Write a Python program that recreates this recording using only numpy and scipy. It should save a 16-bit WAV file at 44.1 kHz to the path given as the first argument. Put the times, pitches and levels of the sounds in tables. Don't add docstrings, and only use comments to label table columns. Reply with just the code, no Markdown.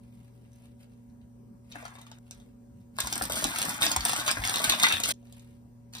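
import sys
import numpy as np
from scipy import signal
from scipy.fft import rfft, irfft, next_fast_len
from scipy.io import wavfile
from scipy.ndimage import uniform_filter1d

SR = 44100
rng = np.random.default_rng(int(sys.argv[2]) if len(sys.argv) > 2 else 0)


def amplitude_ratio(level_db):
    exponent = np.asarray(level_db, float) / 20
    return 10 ** exponent


def generate_wav(signal):
    frames = np.transpose(np.atleast_2d(signal))
    scaled = np.clip(frames, -1, 1) * 32767
    pcm = np.round(scaled).astype(np.int16)
    wavfile.write(sys.argv[1], SR, pcm)


N = 264600

SCENE_CHANGES_S = [
    2.192,
    5.124,
]
# [pitch_hz, level_db, t60_s]
GLASS_MODES = [(2570, -6, .05), (2820, -7, .045), (3400, -19, .035), (3631, 0, .07), (3689, -1, .065),
               (3806, -6, .05), (3900, -10, .035), (4190, -12, .12)]
# [pitch_hz, level_db]
ICE_COLOUR = [(1500, -13), (2400, -2), (3300, 7), (5200, 1.5), (7200, 9), (8200, -6.5)]
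# [pitch_hz, level_db]
TICK_COLOUR = [(6800, -7.5), (7800, 3.5), (9300, 1.5), (11500, -4.5), (14500, -6.5), (17000, -18)]


def evened(x):
    return x / np.sqrt(np.mean(x ** 2) + 1e-20)


def peaked(x):
    return x / (abs(x).max() + 1e-20)


def read(points, hz):
    f, value = np.transpose(points)
    return np.interp(np.log(hz + 1), np.log(f + 1), value)


def add(mix, s, sound):
    stop = min([change for change in SCENE_CHANGES_S if change > s] + [N / SR])
    part = mix[round(s * SR):round(stop * SR)][:len(sound)]
    part += sound[:len(part)]


def colour(x, points):
    log_gain = np.log(amplitude_ratio(read(points, abs(np.fft.fftfreq(2048, 1 / SR)))))
    taps = np.fft.ifft(np.exp(signal.hilbert(log_gain).conj())).real[:1024]
    return signal.oaconvolve(x, taps)[:len(x)]


def ring(modes, t):
    return sum(amplitude_ratio(db - 60 * t / t60) * np.sin(2 * np.pi * hz * t) for hz, db, t60 in modes)


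def grains(per_s, spread_db, t60, rise=0.00059):
    size = amplitude_ratio(spread_db * np.minimum(rng.exponential(1, N), 4))
    size = size * (rng.random(N) < per_s / SR)
    fall = np.exp(-2 * np.log(1000) / (t60 * SR))
    swell = np.exp(-1 / (rise * SR))
    power = signal.lfilter([1 - swell], np.convolve([1, -fall], [1, -swell]), size ** 2)
    return evened(np.sqrt(abs(power) + 1e-12) * rng.standard_normal(N))


def contact(t60, rise):
    t = np.arange(1200) / SR
    return peaked(rng.standard_normal(len(t)) * amplitude_ratio(-60 * t / t60) * np.minimum(t / rise, 1))


def room_air():
    # [pitch_hz, level_db per Hz]
    air = [(25, -31), (53, -12), (85, -17), (172, -21), (218, -13), (258, -22), (320, -30), (390, -25),
           (650, -39), (960, -41.5), (1500, -48.5), (4000, -57.5), (7000, -50), (9500, -55), (14000, -56)]
    # [pitch_hz, likeness 0..1]
    likeness = [(60, .995), (250, .9), (450, .2), (1000, .05), (6300, .05), (7300, .45), (14000, .85)]
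    frames, hz = N // 512 + 5, np.fft.rfftfreq(2048, 1 / SR)
    a, b, c, d, patches = rng.standard_normal((5, len(hz), frames))
    patches = uniform_filter1d(patches, size=14, axis=0)
    patches = evened(uniform_filter1d(patches, size=8, axis=1))
    same = np.clip(read(likeness, hz), -1, 1)[:, None]
    left = a + 1j * b
    right = same * left + np.sqrt(1 - same ** 2) * (c + 1j * d)
    z = np.array([left, right]) * amplitude_ratio(read(air, hz)[:, None] + 2.2 * patches)
    return amplitude_ratio(-56.5) * evened(signal.istft(z, nperseg=2048, noverlap=1536)[1][:, :N])


def fridge():
    # [pitch_hz, width_hz, level_db]
    tones = [(119.1, 2.5, -56), (238.4, 3, -56), (358, 5, -86), (476.6, 5, -84), (565.8, 6, -74),
             (735.5, 4, -86), (792, 5, -89), (961.5, 7, -82), (1580, 7, -96.5), (1610, 5.5, -87)]
    # [pitch_hz, left_over_right_db]
    balance = [(119, 2), (238, -4.5), (400, 0), (566, 6), (800, 0)]
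    # [pitch_hz, lag_radians]
    lag = [(119, .35), (238, .85), (400, 0)]
    out, t = np.zeros((2, N)), np.arange(N) / SR
    hop, steps = 100, N // 100 + 2
    for hz, width_hz, db in tones:
        r = np.exp(-np.pi * width_hz * hop / SR)
        noise = rng.standard_normal(steps) + 1j * rng.standard_normal(steps)
        waver = signal.lfilter([1], np.convolve([1, -r], [1, -r]), noise)
        waver = np.interp(t, np.arange(steps) * hop / SR, waver)
        waver = 1 + 0.26 * waver / np.sqrt(np.mean(abs(waver) ** 2))
        tone = waver * np.exp(2j * np.pi * hz * t)
        aside = amplitude_ratio(.5 * read(balance, hz)) * np.exp(-.5j * read(lag, hz))
        out += amplitude_ratio(db) * (np.array([[aside], [1 / aside]]) * tone).real / np.std(tone.real)
    return out


def rustle():
    # [loudest_s, level_db, length_s]
    brushes = [(0.184, -71.5, 1), (0.53, -78, 0.15), (0.638, -62.5, 0.083), (0.824, -59.5, 0.038),
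               (0.926, -76, 0.17), (1.721, -61, 0.088), (2.277, -71, 0.12), (2.453, -75.5, 0.23),
               (2.81, -74.5, 0.11), (2.967, -53.5, 0.023), (5.252, -77, 0.058), (5.366, -60.5, 0.18),
               (5.52, -73, 0.16)]
    crinkle_colour = [(900, -9.0), (2500, -5.0), (6000, -14.5), (10000, -7.5), (15000, -15.5)]  # Hz, dB
    edge_loss_db = 11.5
    t = np.arange(N) / SR
    brush = sum(amplitude_ratio(db - edge_loss_db * abs(t - s) / (length / 2)) for s, db, length in brushes)
    brush = brush * ((t < 3) | (t > SCENE_CHANGES_S[1]))
    return brush * evened(colour(grains(1400, 5.8, 0.014), crinkle_colour))


def snaps():
    # [start_s, peak_db, pitch_hz]
    creases = [(0.519, -58, 6000), (0.532, -53, 6150), (.533, -55, 10300), (.541, -60, 5900),
               (0.559, -62, 6200), (0.559, -53, 10200), (.585, -66, 6000), (.622, -56, 9500),
               (.669, -62, 9800), (.451, -56, 2100), (.6266, -63, 2000), (.6416, -65, 2400),
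               (.685, -59, 2000), (.8007, -60, 2470), (.8117, -61, 1950), (.829, -59, 4800),
               (1.1, -66, 4200), (1.215, -58.5, 2900)]
    # [start_s, peak_db, pitch_hz]
    ice_snaps = [(1.7161, -45, 4300), (2.1155, -43, 5200), (2.3104, -30, 6000), (2.9595, -52, 5000),
                 (2.9862, -23, 4000), (3.0072, -22, 5600), (3.0627, -30, 6100), (3.0744, -27, 8500),
                 (3.1797, -22, 9000), (3.1259, -21, 5700), (3.1361, -21, 5700), (3.1566, -25, 6100),
                 (3.2239, -21, 9200), (3.2288, -20, 8800), (3.253, -24, 8800), (3.324, -24, 8900),
                 (3.3783, -25, 8200), (3.3898, -27, 6700), (3.4124, -29, 8800), (3.426, -26, 6500),
                 (3.4456, -20, 7700), (3.4808, -28, 8400), (3.5167, -32, 3700), (3.56, -26, 4100),
                 (3.575, -30, 3900), (3.5854, -20, 8700), (3.5974, -26, 5100), (3.6273, -22, 8900),
                 (3.6539, -22, 8300), (3.6981, -26, 7200), (3.8305, -16, 3900), (3.9361, -24, 5200),
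                 (4.007, -22, 4600), (4.0517, -10, 9100), (4.057, -17, 8400), (4.085, -22, 5200),
                 (4.1029, -20, 6800), (4.1536, -25, 8600), (4.3078, -20, 5300), (4.4205, -32, 3600),
                 (4.4397, -24, 3200), (4.4519, -22, 5400), (4.4841, -21, 4900), (4.497, -19, 9200),
                 (4.5713, -19, 4000), (4.5952, -24, 8300), (4.6485, -16, 6900), (4.7489, -22, 3800),
                 (4.7851, -28, 3500), (4.8691, -18, 3200), (4.8854, -21, 4600), (4.9696, -26, 2900),
                 (5.0017, -22, 7500), (5.0412, -22, 4100), (5.082, -24, 7300), (5.1379, -49, 5700),
                 (5.1408, -49, 6700), (5.3956, -45, 6200), (5.9361, -39, 4600), (5.9822, -37, 4300)]
    t60_s, rise_s = .004, .0002
    out, t = np.zeros(N), np.arange(500) / SR
    for s, db, hz in ice_snaps + creases:
        chip = [(hz, 0, t60_s), (.63 * hz, -8.0, t60_s), (min(1.3 * hz, 14000), -5.0, 1.2 * t60_s)]
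        add(out, s, amplitude_ratio(db + 2.5) * peaked(ring(chip, t) * np.minimum(t / rise_s, 1)))
    return out


def ticks(rows):
    cracks, brights, out = np.zeros(N), np.zeros(N), np.zeros(N)
    t = np.arange(3000) / SR
    for (s, db, glass_db, bright_db), luck in zip(rows, rng.random((len(rows), 17))):
        long = 0.31 + 1.52 * luck[-1]
        add(cracks, s, amplitude_ratio(db) * contact(0.0095 * long, 0.0011 * long))
        add(brights, s, amplitude_ratio(db + bright_db) * contact(0.011 * long, 0.0011 * long))
        wall = [(hz * (1 + .005 * (u - .5)), mode_db - 8.0 * v, t60)
                for (hz, mode_db, t60), u, v in zip(GLASS_MODES, luck, luck[8:])]
        struck = peaked(signal.fftconvolve(ring(wall, t), contact(.013, .002)))
        add(out, s, amplitude_ratio(db + glass_db + 4.0) * struck)
    return out + amplitude_ratio(8.0) * colour(cracks, ICE_COLOUR) + amplitude_ratio(7.5) * colour(brights, TICK_COLOUR)


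def knocks(rows, t60=.03):
    out, t = np.zeros(N), np.arange(2000) / SR
    for (s, db, hz), luck in zip(rows, rng.random((len(rows), 7))):
        lowest, highest = max(600, hz / 1.6), min(2700, hz * 2)
        cube = [(hz, 0, t60)]
        cube += [(lowest ** (1 - u) * highest ** u, -10, .45 * t60) for u in luck]
        add(out, s, amplitude_ratio(db - 2.0) * peaked(signal.fftconvolve(ring(cube, t), contact(.003, .0006))))
    return signal.sosfilt(signal.butter(2, 480, "high", fs=SR, output="sos"), out)


def hits():
    # [start_s, blow_db, knock_hz, knock_db, bright_tick_db]
    small_hits = [(1.7205, -29, 1230, -26, -22), (1.7558, -37, 860, 14, -20), (1.8259, -38, 650, 6, -18),
                  (1.8521, -30, 696, -2, -7), (1.8615, -35.5, 1760, 8, -6), (1.8794, -37, 736, 4, -8),
                  (1.954, -34.5, 1120, 1.5, -24), (1.9849, -36.5, 1070, 1, -18),
                  (2.0133, -35.5, 850, -5, -5.5), (2.0662, -36, 1200, -3, -28), (2.1154, -31, 890, -6, -19),
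                  (2.1844, -48.5, 735, -1, 1.5), (2.3105, -45.5, 1560, 7.5, 15.5),
                  (2.3994, -44, 714, -3, -17), (5.138, -50, 1510, -13, 3.5), (5.2277, -52.5, 704, 4, -10),
                  (5.2699, -47, 783, -3, -13), (5.3243, -37.5, 740, -12, 0), (5.3947, -41.5, 2520, -20, -7),
                  (5.935, -30, 1666, -18.5, -17), (5.9509, -22, 1460, -10.5, -8),
                  (5.9675, -24, 1050, -18, -21), (5.9844, -26, 743, -18.5, -29)]
    # [start_s, crack_db, bright_tick_db against the crack]
    ice_cracks = [(3.0025, -26.5, 8.5), (3.071, -31.5, 7), (3.1256, -24.5, 0.5), (3.155, -45, 23),
                  (3.1777, -42.5, 23), (3.2217, -28, 9.5), (3.2366, -44, 24.5), (3.253, -47.5, 26.5),
                  (3.3216, -41, 20), (3.3651, -31.5, 3), (3.4196, -45, 23), (3.4417, -21.5, 8),
                  (3.5857, -44.5, 26), (3.6162, -25, 5), (3.626, -27, 9), (3.6519, -47, 20.5),
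                  (3.6925, -31, 9.5), (3.855, -34.5, 17.5), (4.0514, -31.5, 17.5), (4.083, -44, -12),
                  (4.132, -24.5, 4), (4.162, -27, 4.5), (4.3078, -36.5, 8.5), (4.45, -27.5, 3),
                  (4.4737, -27.5, 5.5), (4.4953, -22.5, 6.5), (4.5927, -29, 5.5), (5.0006, -30, 6),
                  (5.0574, -26.5, 5.5), (5.0876, -33.5, 13)]
    # [start_s, crack_db, glass_ring_db, bright_tick_db]
    clinks = [(2.9853, -33, -1, 7), (3.135, -50.5, -9, 16), (3.8203, -29.5, 13, -5),
              (3.8294, -32.5, -9, 12.5), (3.841, -37, -25, 15), (3.8649, -19, -8, -16),
              (3.915, -21, -23, 1.5), (3.9625, -23.5, -23, 11), (4.007, -32.5, -4, -5),
              (4.0942, -26.5, -31.5, 10), (4.197, -28, -0.5, -14), (4.2637, -28, -4.5, -2.5),
              (4.278, -20, -4.5, -10.5), (4.285, -23, -27.5, -6.5), (4.3129, -20.5, -18, 6),
              (4.4376, -29.5, -7.5, -10.5), (4.5394, -22, -3, -4.5), (4.5579, -23.5, -6, 8),
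              (4.5686, -34, -11, -6.5), (4.641, -18, -11.5, 3.5), (4.696, -13, -11.5, 0.5),
              (4.7198, -24.5, 3, -9.5), (4.797, -30.5, 2, 3.5), (4.827, -24, 5.5, -1.5),
              (4.8327, -14.5, -6, 0.5), (4.8649, -23.5, -6.5, -12), (4.8857, -22, -9, -16),
              (4.9107, -32, 1, -4.5), (4.9235, -21, -4, -2), (5.0351, -20, -13.5, -8.5),
              (5.106, -28, -5.5, -13.5)]
    # [start_s, level_db, pitch_hz]
    dull_knocks = [(2.986, -20.5, 1090), (2.9863, -19, 1670), (4.7375, -19.5, 815), (3.1639, -23, 1180),
                   (3.2115, -14.5, 770), (3.2987, -18.5, 620), (3.3689, -17.5, 703), (3.4241, -18, 620),
                   (3.448, -17, 810), (3.5599, -15.5, 1330), (3.6161, -20, 1180), (3.6969, -31, 1930),
                   (3.8656, -20, 760), (3.9135, -19, 1440), (3.9684, -20, 750), (4.0565, -20.5, 734),
                   (4.0945, -21, 1270), (4.279, -18, 1390), (4.2915, -12.5, 1600), (4.3702, -18.5, 1625),
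                   (4.438, -19, 2140), (4.6485, -15.5, 1587), (4.697, -15, 2530), (4.7236, -15, 1617),
                   (4.7988, -18.5, 2050), (4.8364, -8, 1200), (4.8673, -12.5, 835), (4.9017, -17.5, 2000),
                   (4.924, -18, 2550), (5.0583, -19.5, 1343)]
    # [start_s, level_db, pitch_hz]
    more_knocks = [(2.9912, -34, 1040), (3.0463, -24.5, 1000), (4.0575, -20.5, 684), (3.0711, -26, 820),
                   (3.1243, -25.5, 830), (3.1542, -30, 950), (3.3102, -27, 600), (3.3412, -24, 590),
                   (3.5161, -27, 1500), (3.5231, -36, 1580), (3.5501, -43, 840), (3.6437, -23.5, 624),
                   (3.6578, -22.5, 1110), (3.789, -27, 1295), (3.9619, -16, 1020), (4.1328, -17, 778),
                   (4.1637, -32, 800), (4.1876, -29, 793), (4.2133, -23.5, 1236), (4.2616, -27.5, 866),
                   (4.8663, -10.5, 1994), (4.3902, -35, 1696), (4.419, -28, 840), (4.567, -22.5, 1079),
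                   (4.6001, -24, 650), (4.6061, -20.5, 1147), (4.6392, -24.0, 1540), (4.8068, -29, 1365),
                   (4.8406, -4.5, 1980), (4.9116, -14, 2560), (4.9282, -18.5, 2910), (4.9375, -18.5, 2576),
                   (4.9681, -18, 2530), (5.0044, -26.5, 713), (5.0387, -16, 2730), (5.0918, -18.5, 1587)]
    small_glass_db, crack_glass_db = -8.5, -25.5
    small_ticks = [(s, db - 13.5, small_glass_db, tick + 7.2) for s, db, hz, knock, tick in small_hits]
    small_knocks = [(s, db + knock - 3.0, hz) for s, db, hz, knock, tick in small_hits]
    cracks = [(s, db, crack_glass_db, tick) for s, db, tick in ice_cracks]
    return ticks(cracks + clinks + small_ticks) + knocks(dull_knocks + small_knocks + more_knocks)


def pings():
    # [start_s, peak_db, pitch_hz]
    notes_heard = [(1.7205, -41, 3750), (1.7555, -34, 960), (1.756, -37, 2570), (1.832, -36, 603),
                   (1.854, -28, 1340), (3.0035, -17, 3645), (3.369, -33, 732), (3.4415, -20, 5750),
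                   (3.86, -26, 614), (3.9645, -20, 5420), (4.279, -11.5, 1254), (4.2855, -21.5, 4900),
                   (4.3135, -25, 3670), (4.6395, -26, 5000), (4.6455, -22, 3340), (4.6975, -16.5, 3580),
                   (4.7375, -22.5, 2880), (4.8075, -23.5, 3645), (4.8395, -25.5, 2180), (4.87, -24, 770),
                   (4.9235, -21, 2645), (4.9265, -24, 3590), (5.9505, -33, 3780)]
    t60_s, rise_s = 0.014, 0.0024
    out, t = np.zeros(N), np.arange(2000) / SR
    for s, db, hz in notes_heard:
        add(out, s, ring([(hz, db + 2.5, t60_s)], t) * np.minimum(t / rise_s, 1))
    return out


def push_gain(rows):
    rise_s, settle_db_per_s = .01, 281.5
    gain = np.zeros(N)
    for s, length, db, sag_db in rows:
        t = np.arange(0, length + .3, 1 / SR)
        lost_db = sag_db * np.minimum(t / length, 1) + settle_db_per_s * np.maximum(t - length, 0)
        add(gain, s, amplitude_ratio(db - lost_db) * np.minimum(t / rise_s, 1))
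    return gain


def slosh():
    pockets_hz = [700, 1000, 1400, 1950, 2600]
    width = .45
    pockets = [signal.lfilter(*signal.iirpeak(hz, 1 / width, SR), grains(220, 2.6, .012))
               for hz in pockets_hz]
    return sum(evened(pocket) for pocket in pockets)


def jostle():
    # [start_s, length_s, level_db, lost_db by its end, wet_db]
    pushes = [(1.737, 0.49, -51.5, 20.5, 3), (2.32, 0.1, -59, 7, -7), (2.985, 2.02, -46, -6, -1),
              (2.986, 0.062, -48, -2.5, -24), (3.093, 0.064, -46, 17, -9), (3.293, 0.094, -35, -5, -21),
              (3.435, 0.28, -41, -4, -8.5), (3.805, 0.13, -27.5, 11.5, -6.5), (4.04, 0.18, -31, 7, -11),
              (4.26, 0.028, -32, 2, -6), (4.437, 0.18, -33, 6.5, -7.5), (4.606, 0.097, -34, -3.5, -11.5),
              (4.784, 0.15, -32, 6.5, -9), (5.029, 0.078, -36, -10, -19), (5.923, 0.046, -54, -9.5, -9)]
    # [start_s, length_s, level_db, lost_db by its end]
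    drags = [
        (1.717, 0.015, -33, 27),
        (2.113, 0.016, -65, 8),
        (4.54, 0.073, -44, 3),
        (4.7, 0.03, -44, 0.5),
        (4.79, 0.14, -39.5, -3),
        (4.745, 0.043, -47, 6.5),
    ]
    # [pitch_hz, level_db]
    wet_colour = [(350, -27), (600, -8.5), (900, -4), (1600, -1.5), (2500, -6), (3500, -23.5)]
    touch = grains(700, 3.2, .008)
    wall = evened(signal.oaconvolve(touch, ring(GLASS_MODES, np.arange(3000) / SR))[:N])
    dry_ice = evened(colour(touch, ICE_COLOUR)) + amplitude_ratio(3.24) * evened(colour(touch, TICK_COLOUR))
    dry_ice = dry_ice + amplitude_ratio(-8.5) * wall
    wet = evened(colour(slosh(), wet_colour))
    busy_gain = push_gain([row[:4] for row in pushes])
    wet_gain = push_gain([(s, length, db + wet_db, sag) for s, length, db, sag, wet_db in pushes])
    return amplitude_ratio(-10.0) * busy_gain * dry_ice + push_gain(drags) * wall + amplitude_ratio(-1.5) * wet_gain * wet


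def counter():
    # [start_s, peak_db, pitch_hz, t60_s]
    bumps = [(1.759, -43.5, 284, 0.14), (3.037, -35, 58, 0.18), (3.212, -37.5, 59, 0.27),
             (3.299, -41.5, 73, 0.36), (3.222, -35, 310, 0.11), (3.44, -28.5, 40.4, 0.13),
             (3.452, -28, 280, 0.07), (3.869, -34.5, 299, 0.15), (3.971, -28, 77, 0.17),
             (3.999, -24, 45.8, 0.082), (4.281, -38.5, 96.9, 0.029), (4.368, -38.5, 102.2, 0.65),
             (4.374, -36.5, 294, 0.1), (4.394, -26.5, 48, 0.17), (4.677, -28.5, 105, 0.055),
             (4.185, -34.5, 303, 0.089), (4.935, -36.5, 91, 0.24)]
    # [time_s, level_db]
    boom = [
        (2.98, -44.5),
        (3.48, -36.5),
        (3.55, -47),
        (3.68, -37),
        (3.79, -47.5),
        (3.87, -35.5),
        (4.11, -49),
        (4.59, -43),
        (5.12, -44.5),
    ]
    # [pitch_hz, level_db]
    wood_colour = [(90, -18.5), (180, 2), (300, 2), (400, -19), (600, -16)]
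    out, t = np.zeros(N), np.arange(9000) / SR
    for s, db, hz, t60 in bumps:
        bump = amplitude_ratio(db - 60 * t / max(t60, .03)) * np.sin(2 * np.pi * hz * t)
        add(out, s, bump * np.minimum(t / 0.0018, 1))
    out = signal.sosfilt(signal.butter(2, 42, "high", fs=SR, output="sos"), out)
    s, db = np.transpose(boom)
    boom_gain = amplitude_ratio(np.interp(np.arange(N) / SR, s, db - 2.0, -150, -150))
    return out + boom_gain * evened(colour(grains(200, 0.51, 0.0089), wood_colour))


def kitchen(x, turns=2.3):
    # [pitch_hz, t60_s]
    decay = [(300, 0.14), (1000, 0.09), (4000, 0.17), (12000, 0.025)]
    size = SR // 3
    taps = np.zeros((6, size))
    at = np.arange(40, size - 20, 20) + rng.integers(0, 20, (6, (size - 41) // 20))
    np.put_along_axis(taps, at, rng.choice([-1., 1.], at.shape), 1)
    hz, t, z = signal.stft(taps, SR, nperseg=256)
    tail = signal.istft(z * amplitude_ratio(-60 * t / read(decay, hz)[:, None]), SR, nperseg=256)[1]
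    turn = 2 * np.pi * (turns * np.arange(len(x)) / SR + np.arange(3)[:, None] / 3)
    fed = np.tile(x * np.cos(turn) * np.sqrt(2 / 3), (2, 1))
    wet = signal.fftconvolve(fed, tail / np.linalg.norm(tail[0]), axes=1)[:, :len(x)]
    return wet.reshape(2, 3, -1).sum(1)


def pitcher(near):
    # [pitch_hz, shift_db]
    sway = [(1000, -25), (1700, -9), (5500, -9), (7000, -15), (12000, -10.5)]
    circles_per_s = [2.3, 5.9, 13.1]
    t, size = np.arange(len(near)) / SR, next_fast_len(len(near))
    place = evened(sum(np.sin(2 * np.pi * rate * t) for rate in circles_per_s))
    sway_gain = amplitude_ratio(read(sway, np.fft.rfftfreq(size, 1 / SR)))
    quarter_turn = irfft(1j * sway_gain * rfft(near, size), size)[:len(near)]
    shift = place * quarter_turn
    return amplitude_ratio(-0.5) * np.array([near + shift, near - shift]) + amplitude_ratio(-4.0) * kitchen(near)


def scene():
    near = hits() + snaps() + pings() + jostle() + rustle()
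    changes = [round(s * SR) for s in SCENE_CHANGES_S]
    parts = zip(np.split(near, changes), np.split(counter(), changes))
    takes = [pitcher(inside) + below for inside, below in parts]
    for take in takes[:-1]:
        take *= np.minimum(np.arange(take.shape[1])[::-1] / 130, 1)
    return np.hstack(takes) + room_air() + fridge()


def thin_out(x, under_db=-7., top_db=-80., jump_db=4.5):
    hz, t, z = signal.stft(np.array([x[0] + x[1], x[0] - x[1]]) / 2, SR, nperseg=2048)
    hz = hz[:1024, None]
    power = (abs(z[:, :1024]) ** 2).reshape(2, 64, 16, -1).mean(2).repeat(16, 1)
    loud = power[:, 280:].sum((0, 1)) + 1e-20
    steady = abs(np.gradient(np.log(loud))) < np.log(amplitude_ratio(jump_db))
    weak = (power < amplitude_ratio(2 * under_db) * power[::-1]) & (hz > 2200) & steady
    weak[0] |= (abs(hz - 11700) < 620) & (power[0] < power[1]) & steady
    weak |= (power < amplitude_ratio(2 * top_db)) & (hz > 15150)
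    z[:, :1024] *= ~weak
    mid, side = signal.istft(z, SR, nperseg=2048)[1][:, :N]
    return np.array([mid + side, mid - side])


def top_cut(x):
    return signal.sosfilt(signal.butter(12, 16970, fs=SR, output="sos"), x)


def record(dry):
    # [pitch_hz, level_db]
    width = [(5000, 0), (6500, -4), (7500, -4), (9000, -2.5), (16000, 0)]
    # [pitch_hz, lead_radians]
    port_phase = [(0, 0), (200, .25), (300, 1), (460, 1.4), (700, .8), (950, .8), (1300, 1.7), (1750, 3.2),
                  (2900, 3.4), (4500, 6.4), (5500, 5.3), (7000, 3.14), (16400, -9.42), (22050, -17)]
    # [pitch_hz, left_over_right_db]
    port_balance = [(200, .5), (450, 2), (700, 8), (1100, 3), (2500, 1.5), (4000, 1), (5500, -2.5),
                    (6500, 0)]
    # [pitch_hz, level_db]
    band_edges = [(22, -22), (45, 0), (15200, 0), (15900, -14), (16800, -26)]
    hz = np.fft.rfftfreq(N, 1 / SR)
    left, right = rfft(dry)
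    mid = (left + right) / 2
    side = (left - right) / 2 * amplitude_ratio(read(width, hz))
    half = np.exp(.5j * np.interp(hz, *np.transpose(port_phase))) * amplitude_ratio(.5 * read(port_balance, hz))
    ports = np.array([(mid + side) * half, (mid - side) / half])
    mix = thin_out(irfft(ports * amplitude_ratio(read(band_edges, hz)), N))
    return top_cut(mix)


dry = scene()
out = record(dry)
generate_wav(out)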